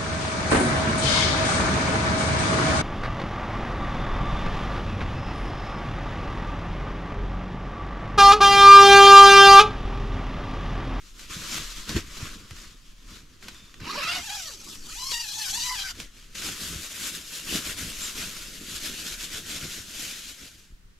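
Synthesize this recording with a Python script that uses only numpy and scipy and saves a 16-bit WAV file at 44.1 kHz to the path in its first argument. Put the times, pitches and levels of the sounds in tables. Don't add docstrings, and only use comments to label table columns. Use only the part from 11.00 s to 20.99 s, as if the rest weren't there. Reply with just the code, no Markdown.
import sys
import numpy as np
from scipy import signal
from scipy.fft import rfft, irfft, next_fast_len
from scipy.io import wavfile
from scipy.ndimage import uniform_filter1d, map_coordinates

SR = 44100
rng = np.random.default_rng(int(sys.argv[2]) if len(sys.argv) > 2 else 0)


def master_out(mix):
    frames = np.transpose(np.atleast_2d(mix))
    ceiling = np.clip(frames, -1, 1)
    pcm = np.round(ceiling * 32767).astype(np.int16)
    wavfile.write(sys.argv[1], SR, pcm)


N = 440559

NYLON_SPECTRUM = [(350, -9.5), (600, -7.5), (855, -15.5), (967, -8), (1220, -3.5), (1400, -0.5), (2130, -2),
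                  (2510, -0.5), (3480, 0.5), (3990, -1), (7080, -3), (8570, -12), (11000, -14.5),
                  (12000, -12.5), (15600, -32.5)]
CLOTH_BALANCE = [(60, 0.5), (110, 0), (200, -0.5), (380, -0.5), (700, 0), (1290, 0), (2380, 0.5),
                 (4400, 1.0), (8120, 2.5), (15000, 10)]
PANEL_LIKENESS = [(60, 0.96), (300, 0.96), (900, 0.9)]


def zipper(even_hz=585, easy_pull_db=-33, drag=0.33, judder=0.055):
    taut_spectrum = [(200, -36), (400, -11), (700, -11.5), (1000, -1.5), (1300, 1.5), (1700, 1), (2250, 0),
                     (2750, 1.5), (3400, -5.5), (4800, -1), (6000, -11), (8000, -27), (12000, -21),
                     (15700, -43)]
    slack_spectrum = [(1470, -36), (2500, -9), (2760, -14), (2850, -3.5), (3560, -3.5), (4340, -3),
                      (6270, 1.5), (6880, 0.5), (7770, -1.5), (8650, -8.5), (12300, -10), (13800, -15),
                      (15600, -38)]
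    door_tension = [(2.8, 1), (3.16, .87), (3.23, 0.29), (3.5, 0.08), (4.62, 0.05), (4.85, 0.44)]
    zip_likeness = [(60, 0.89), (150, 0.8), (380, 0.51), (950, 0.96), (2380, 0.7), (5980, 0.92),
                    (15000, 0.48)]
    zip_balance = [(60, 0.5), (120, 0.0), (240, -0.5), (480, -3), (950, -2), (1890, -0.5), (3770, 0),
                   (7520, 1), (15000, 9)]
    arch_path = [(2.8, -1), (2.98, 0), (3.92, 1.5), (4.04, 3), (4.5, 2.5), (4.94, 1.5)]
    placed = lambda x: filtered(x, lambda hz: pan(along(zip_balance, hz)))
    speed, strength = slider()
    needed_hz = even_hz * (np.abs(strength) / amp(easy_pull_db)) ** drag
    scraping = needed_hz ** 2 / (needed_hz ** 2 + speed ** 2)
    jumps = judder * scraping * np.tanh(3 * wobble(55))
    rate = speed * np.exp(jumps + 0.0157 * wobble(260))
    clicks, teeth_passed = tooth_clicks(rate, scatter=0.032, size_db=-0.5)
    tooth_swell = 1 + 0.091 * np.cos(2 * np.pi * teeth_passed)
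    scrape = unit(crackle(rate=2500, spread_db=-0.5, hiss=1.0) * tooth_swell)
    drive = np.sqrt(1 - scraping) * placed(short_echo(clicks, wet_db=0))
    drive += np.sqrt(scraping) * stereo(scrape, zip_likeness, zip_balance)
    drive = shifting_folds(drive, depth_db=3.5)
    tension = np.clip(curves(door_tension)[0], 0, 1)
    taut = np.sqrt(tension) * coloured(drive, taut_spectrum)
    slack = np.sqrt(1 - tension) * coloured(drive, slack_spectrum)
    rasp = levelled(taut + slack) * strength * amp(-0.27 + 1.22 * wobble(90))
    singing = placed(whine(teeth_passed, speed, strength * (1 - scraping)))
    return (rasp + singing) * pan(curves(arch_path)[0] - 0.5)


def slider():
    stretches = [
        [(2.8, 190.6, -49), (2.895, 372.4, -35), (2.945, 440, -36), (2.98, 572, -32), (3.01, 539, -34),
         (3.032, 689, -31), (3.06, 605, -32.5), (3.09, 673, -30.5), (3.17, 731, -31)],
        [(3.215, 699, -39.5), (3.255, 949, -38), (3.295, 776, -35.5), (3.345, 860, -35.5), (3.42, 700, -38),
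         (3.47, 639, -36.5), (3.59, 252, -47), (3.73, 323.5, -41), (3.8, 241.5, -50)],
        [(3.87, 302, -43.5), (3.95, 764, -40), (4.0, 998, -37.5), (4.108, 1101, -33.5), (4.12, 1051, -33),
         (4.137, 944, -32), (4.2, 953, -36.5), (4.28, 834, -36.5), (4.41, 886, -33)],
        [(4.49, 725, -32), (4.58, 941, -32.5), (4.62, 918, -31), (4.65, 997, -30), (4.74, 1013, -35),
         (4.785, 790, -32), (4.86, 780, -37), (4.91, 697, -35), (4.94, 685, -61.5)],
    ]
    path = [row for stretch in stretches for row in stretch]
    rate, db = curves(path)
    return rate, amp(db) * during(path)


def tooth_clicks(rate, scatter, size_db):
    teeth_passed = np.cumsum(rate) / SR
    teeth = np.arange(1, int(teeth_passed[-1]))
    chance = rng.standard_normal((len(teeth), 2))
    position = np.interp(teeth + scatter * chance[:, 0], teeth_passed, np.arange(N))
    samples = position.astype(int)[:, None] + np.arange(-7, 9)
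    offset = samples - position[:, None]
    clicks = np.sinc(offset) * np.sinc(offset / 8) * amp(size_db * chance[:, 1:])
    train = np.bincount(np.clip(samples, 0, N - 1).ravel(), clicks.ravel(), N)
    return unit(filtered(train / np.sqrt(rate), lambda hz: hz > 100)), teeth_passed


def whine(teeth_passed, speed, strength, harmonics=5, wander_db=6):
    cloth_response = [(330, -4), (550, -10.5), (720, -19), (850, -17), (1000, -14), (1350, -5),
                      (1650, -12.5), (1950, -11), (2600, -13.5), (3400, -5), (4500, -5.5), (6000, -17)]
    squeals = [(2.893, .035, 3, -33.5), (2.985, .032, 2, -28.5), (2.99, .055, 1, -37), (3.04, .026, 4, -26),
               (3.075, .06, 2, -33.5), (3.094, .03, 4, -28.5), (3.175, .03, 1, -39), (3.33, .065, 1, -40),
               (4.075, .04, 1, -42), (4.075, .05, 4, -38), (4.123, .012, 4, -26), (4.165, .035, 2, -37),
               (4.171, .09, 3, -37), (4.168, .08, 5, -38), (4.38, .02, 1, -42), (4.617, .028, 5, -34),
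               (4.72, .05, 1, -37), (4.725, .055, 2, -33.5), (4.81, .04, 4, -37), (4.86, .022, 2, -37)]
    stutter = unit(amp(4.3 * np.tanh(2 * wobble(48))))
    tone = np.zeros(N)
    for k in range(1, harmonics + 1):
        wander = unit(amp(wander_db * np.tanh(wobble(16))))
        sung = strength * stutter * amp(along(cloth_response, k * speed)) * wander
        squeal = sum(amp(db) * bump(s, length) for s, length, harmonic, db in squeals if harmonic == k)
        shiver = 0.45 * wobble(300) + 0.72 * wobble(45)
        flicker = unit(amp(3.9 * wobble(110)))
        tone += (sung + squeal) * flicker * np.sin(2 * np.pi * k * teeth_passed + shiver)
    return short_echo(tone, wet_db=-7)


def pull_tab(start_s=2.546, hz=3575):
    t = np.maximum(np.arange(N) / SR - start_s, 0)
    return amp(-55 - 58 * t) * fuzzy_tone(hz, width=170) * (t > 0)


def cloth():
    cloth_likeness = [(60, 0.86), (120, 1.17), (240, 1.16), (480, 0.84), (950, 0.74), (1890, 0.79),
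                      (3770, 0.61), (7520, 0.7), (15000, 0.23)]
    slackening = [(0, 3, -10), (2.8, 5, -11.5), (5.35, -1.5, -9), (5.6, 0, -5.5), (9.4, -5.5, -7.5)]
    slips = crackle(rate=1500, spread_db=1.5, hiss=2.3)
    slips *= amp(0.94 * wobble(45) + 0.47 * wobble(240))
    slips = stereo(slips, cloth_likeness, CLOTH_BALANCE)
    swish = coloured(shifting_folds(slips, depth_db=1.64), NYLON_SPECTRUM)
    low = filtered(swish, lambda hz: 1 / (1 + (hz / 2500) ** 6))
    high = filtered(swish, lambda hz: 1 - 1 / (1 + (hz / 8000) ** 10))
    ring_db, sheen_db = curves(slackening)
    body = amp(1.17) * (swish - low - high)
    sheen = amp(sheen_db) * high / np.std(high.mean(axis=0))
    crumple = coloured(low, [(600, -1.2), (820, 0.013), (1450, -1.1)])
    ring = filtered(crumple, lambda hz: np.interp(hz, [820, 1000, 1150, 1450], [0, 1, 1, 0]))
    crumple += (amp(ring_db) - 1) * ring
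    sliding = hand_strokes(offset_db=0, per_shake=0)
    crumpling = hand_strokes(offset_db=-4.5, per_shake=0.32)
    return sliding * (body + sheen) + crumpling * crumple


def hand_strokes(offset_db, per_shake):
    strokes = [(0.085, 0.135, 0.039, -53.5, -11.0), (0.234, 0.091, 0.053, -45.5, -11.0),
               (0.308, 0.018, 0.173, -39.5, -9.0), (0.544, 0.152, 0.146, -33.5, -14.0),
               (0.785, 0.188, 0.12, -41.5, -13.5), (0.902, 0.027, 0.102, -35.5, -0.5),
               (0.967, 0.013, 0.03, -36.0, 7.5), (1.182, 0.155, 0.016, -43.5, -7.0),
               (1.226, 0.063, 0.157, -41.0, -1.5), (1.595, 0.173, 0.158, -47.5, -7.5),
               (1.87, 0.12, 0.227, -58.5, -10.5), (2.156, 0.106, 0.062, -47.5, -4.0),
               (2.341, 0.192, 0.083, -59.5, -7.0), (2.441, 0.031, 0.198, -49.0, -6.0),
               (2.68, 0.191, 0.336, -58.0, -5.0), (5.005, 0.063, 0.062, -43.0, -4.5),
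               (5.163, 0.057, 0.331, -54.5, -8.0), (5.354, 0.006, 0.16, -38.5, -17.5),
               (5.47, 0.067, 0.089, -33.5, -10.5), (5.615, 0.059, 0.311, -36.0, -12.5),
               (5.834, 0.01, 0.075, -40.0, -20.5), (6.072, 0.136, 0.077, -33.5, -15.0),
               (6.157, 0.035, 0.079, -38.0, -13.5), (6.363, 0.121, 0.087, -37.5, -19.0),
               (6.54, 0.069, 0.068, -29.5, -10.0), (6.676, 0.057, 0.083, -34.0, -9.0),
               (6.787, 0.022, 0.255, -35.5, -14.0), (7.036, 0.065, 0.122, -34.5, -13.5),
               (7.201, 0.048, 0.119, -34.5, -7.5), (7.375, 0.181, 0.35, -41.0, -12.0),
               (7.764, 0.106, 0.034, -35.5, -12.5), (7.863, 0.053, 0.056, -33.5, -11.5),
               (8.116, 0.318, 0.056, -36.5, -13.0), (8.247, 0.074, 0.037, -35.5, -14.0),
               (8.348, 0.056, 0.097, -36.0, -9.5), (8.505, 0.044, 0.214, -36.5, -10.5),
               (8.768, 0.223, 0.068, -39.0, -12.5), (9.048, 0.177, 0.142, -35.0, -17.0),
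               (9.306, 0.205, 0.051, -42.0, -17.0), (9.424, 0.063, 0.113, -44.5, -11.5),
               (9.593, 0.04, 0.104, -54.5, -10.5)]
    power = sum((amp(db + offset_db + per_shake * shake_db) * swell(s, rise, fall)) ** 2
                for s, rise, fall, db, shake_db in strokes)
    return np.sqrt(power)


def whistles():
    fast_folds = [(6.498, 0.036, 2900, -37), (6.545, 0.044, 2960, -38), (6.557, .025, 3900, -35),
                  (7.04, 0.048, 7700, -36)]
    out = np.zeros(N)
    for s, length, hz, db in fast_folds:
        stroke = bump(s, length)
        out += amp(db) * stroke * fuzzy_tone(hz * (0.7 + 0.3 * stroke), width=370)
    return short_echo(out, wet_db=-1)


def panel():
    # t/s, length/s, flutter/dB, billow/dB
    single_flaps = [(0.394, 0.026, -51, -42), (0.605, .036, -52, -45), (2.826, 0.049, -50, -43.5),
                    (2.89, 0.062, -39, -60), (3.1, 0.13, -51.5, -61), (3.746, 0.18, -51.5, -57),
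                    (4.547, 0.098, -59, -49), (5.727, 0.049, -47, -38), (6.844, 0.062, -43.5, -41),
                    (7.585, 0.086, -53, -68), (8.647, 0.023, -41, -40.5)]
    flutter_spectrum = [(88, -57), (150, 0), (195, 1), (248, 0.5), (279, -1), (317, -1), (462, -9),
                        (741, -26.5), (900, -49), (1170, -53), (1980, -120)]
    billow_spectrum = [(29, -48), (50, 4.5), (113, -2.5), (151, -6.5), (200, -9.5), (260, -18), (440, -120)]
    _, pull = slider()
    flutter = hand_strokes(offset_db=-2, per_shake=0.84) ** 2 + (amp(-31.5) * pull) ** 2 + amp(-73.5) ** 2
    billow = hand_strokes(offset_db=-1.5, per_shake=1.27) ** 2 + (amp(-25.5) * pull) ** 2 + amp(-62) ** 2
    for s, length, flutter_db, billow_db in single_flaps:
        flap = swell(s, length, length)
        flutter += (amp(flutter_db) * flap) ** 2
        billow += (amp(billow_db) * flap) ** 2
    quick = stereo(crackle(rate=260, spread_db=1.5, hiss=0.79), PANEL_LIKENESS, CLOTH_BALANCE)
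    slow = stereo(crackle(rate=90, spread_db=-1.5, hiss=1.0), PANEL_LIKENESS, CLOTH_BALANCE)
    flutters = coloured(quick, flutter_spectrum) * np.sqrt(flutter)
    billows = coloured(slow, billow_spectrum) * np.sqrt(billow)
    return (flutters + billows) * amp(2.16 * wobble(24))


def snaps():
    snap_events = [(0.194, -28.5, -25), (0.543, -23, -12), (0.5787, -24, -6), (0.8923, -15, -24),
                   (0.966, -27, -2), (1.1704, -27, -12), (1.509, -29, -8), (2.4268, -33, -11),
                   (2.4837, -21, -22), (2.546, -33, -21), (2.7415, -32, -16), (2.803, -33, -13),
                   (4.117, -15, -24), (5.001, -21, -18), (5.2259, -39, -16), (5.353, -26.5, -18),
                   (5.421, -21, -18), (5.4884, -21, -14)]
    crack_spectrum = [(100, -20), (300, -13), (750, -1), (1300, 3), (2500, 3), (5000, -37)]
    t = np.arange(SR // 8) / SR
    tick_fade = amp(-60 * t / 0.018) + amp(-13 - 60 * t / 0.1)
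    bright, dull = np.zeros((2, N + SR))
    for s, db, crack_db in snap_events:
        burst = rng.standard_normal((2, len(t)))
        bright[round(s * SR):][:len(t)] += amp(db - 4) * tick_fade * burst[0]
        dull[round(s * SR):][:len(t)] += amp(db + crack_db + 7.5 - 60 * t / 0.024) * burst[1]
    tick = filtered(bright[:N], lambda hz: amp(along(NYLON_SPECTRUM, hz)))
    crack = filtered(dull[:N], lambda hz: amp(along(crack_spectrum, hz)))
    return short_echo(tick + crack, wet_db=-6.5)


def thuds():
    tugs = [(0.363, -31.5, 124), (0.944, -22.5, 116), (0.963, -18, 324), (1.227, -26.5, 69.5),
            (1.508, -34, 78.1), (2.815, -32, 70.0), (5.704, -37, 67.3), (5.752, -32, 64.6),
            (6.829, -33, 86.1), (8.63, -35, 156)]
    drum_notes = [(71, -13.5, 0.18), (110, 5, 0.033), (169, 1.5, 0.088), (237, -7, 0.06), (322, 3, 0.058),
                  (440, -4, 0.035)]
    t = np.arange(SR // 4) / SR
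    out = np.zeros(N + SR)
    for s, db, centre in tugs:
        ring = np.zeros(len(t))
        for k, (hz, level, fade_s) in enumerate(drum_notes):
            strength_db = level + rng.normal(0, 3.7) - 10 * np.log2(hz / centre) ** 2
            pitch = hz * np.exp(rng.normal(0, 0.077))
            ring += (-1) ** k * amp(strength_db - 60 * t / fade_s) * np.sin(2 * np.pi * pitch * t)
        ring *= 1 - np.exp(-t / 0.0038)
        out[round(s * SR):][:len(t)] += amp(db) * ring / np.abs(ring).max()
    return short_echo(out[:N], wet_db=-33)


def background():
    rumble_spectrum = [(5, 1.5), (12, 6), (22, -2), (35, 5), (55, -20.5), (80, -32), (160, -53)]
    rumble_level = [(0.0, -52.5), (0.75, -46), (2.75, -58.5), (2.78, -45.5), (2.89, -54), (3.73, -58),
                    (3.81, -45), (4.42, -61), (4.48, -49.5), (6.4, -60.5), (6.45, -49.5), (7.57, -54),
                    (8.71, -55), (9.68, -65), (9.74, -49), (9.99, -62)]
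    hiss_spectrum = [(100, 1.5), (300, -2.5), (700, -14), (1400, -6.5), (6000, -12.5), (15000, -25)]
    air = stereo(rng.standard_normal((2, N)), PANEL_LIKENESS, CLOTH_BALANCE)
    rumble = coloured(air, rumble_spectrum) * amp(curves(rumble_level)[0] + 4)
    return rumble + amp(-66) * coloured(rng.standard_normal((2, N)), hiss_spectrum)


def crackle(rate, spread_db, hiss):
    slips = (rng.random((2, N)) < rate / SR) * rng.standard_normal((2, N))
    slips *= amp(spread_db * np.clip(rng.standard_normal(N), -2, 2))
    return unit(unit(slips) + hiss * rng.standard_normal((2, N)))


def shifting_folds(x, depth_db):
    hz, _, spectra = signal.stft(x, SR, nperseg=512)
    patches = uniform_filter1d(rng.standard_normal(spectra.shape[1:]), size=5, axis=0)
    patches = uniform_filter1d(patches, size=7, axis=1)
    reach = 1 / (1 + (hz[:, None] / 7500) ** 6)
    return signal.istft(spectra * amp(depth_db * reach * unit(patches)), nperseg=512)[1][:, :N]


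def short_echo(x, wet_db):
    echo_fade = [(200, 0.12), (2000, 0.12), (12000, 0.12)]
    hz, t, spectra = signal.stft(rng.standard_normal((2, SR // 3)), SR, nperseg=256)
    tail = signal.istft(spectra * amp(-60 * t / along(echo_fade, hz)[:, None]), SR, nperseg=256)[1]
    echo = signal.fftconvolve(x[None], tail / np.linalg.norm(tail[0]), axes=1)[:, :N]
    return (x + amp(wet_db) * echo) / np.hypot(1, amp(wet_db))


def stereo(pair, likeness, balance):
    angle = lambda hz: np.arccos(np.clip(along(likeness, hz), 0, 1)) / 2
    mid, side = filtered(pair, lambda hz: np.array([np.cos(angle(hz)), np.sin(angle(hz))]))
    lean = lambda hz: pan(along(balance, hz))
    return filtered(np.array([mid + side, mid - side]), lambda hz: lean(hz) / lean(hz).mean(axis=0))


def pan(db):
    return amp(np.outer([0.5, -0.5], db))


def fuzzy_tone(hz, width):
    phase = 2 * np.pi * np.cumsum(hz * np.ones(N)) / SR
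    return wobble(width) * np.cos(phase) + wobble(width) * np.sin(phase)


def wobble(rate):
    return map_coordinates(rng.standard_normal(int(N * rate / SR) + 4), [np.arange(N) * rate / SR])


def swell(s, rise, fall, roundness=1.35):
    t = np.arange(N) / SR - s
    near = (t > -4 * rise) & (t < 4 * fall)
    distance = np.abs(t[near] / np.where(t[near] < 0, rise, fall))
    gain = np.zeros(N)
    gain[near] = amp(-10 * distance ** roundness)
    return gain


def bump(s, length):
    return np.exp(-2 * ((np.arange(N) / SR - s) / length) ** 2)


def during(rows):
    t = np.arange(N) / SR
    return uniform_filter1d(((t >= rows[0][0]) & (t <= rows[-1][0])) * 1., size=400)


def curves(rows):
    s, *columns = np.transpose(rows)
    return [np.interp(np.arange(N) / SR, s, column) for column in columns]


def along(points, hz):
    f, values = np.transpose(points)
    return np.interp(np.log(hz + 1), np.log(f + 1), values)


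def filtered(x, response):
    size = next_fast_len(N + SR // 2)
    return irfft(rfft(x, size) * response(np.fft.rfftfreq(size, 1 / SR)), size)[..., :N]


def coloured(x, spectrum):
    y = filtered(x, lambda hz: amp(along(spectrum, hz)))
    return y / np.std(y.mean(axis=0))


def levelled(x):
    return x / np.sqrt(np.abs(uniform_filter1d(x.mean(axis=0) ** 2, size=2500)) + 1e-6)


def unit(x):
    return x / np.sqrt(np.mean(x ** 2) + 1e-20)


def amp(db):
    return 10 ** (np.asarray(db) / 20)


def scene():
    return zipper() + pull_tab() + cloth() + whistles() + panel() + snaps() + thuds() + background()


def record(dry, top_hz=15770):
    return filtered(dry, lambda hz: hz < top_hz)


dry = scene()
out = record(dry)
master_out(out)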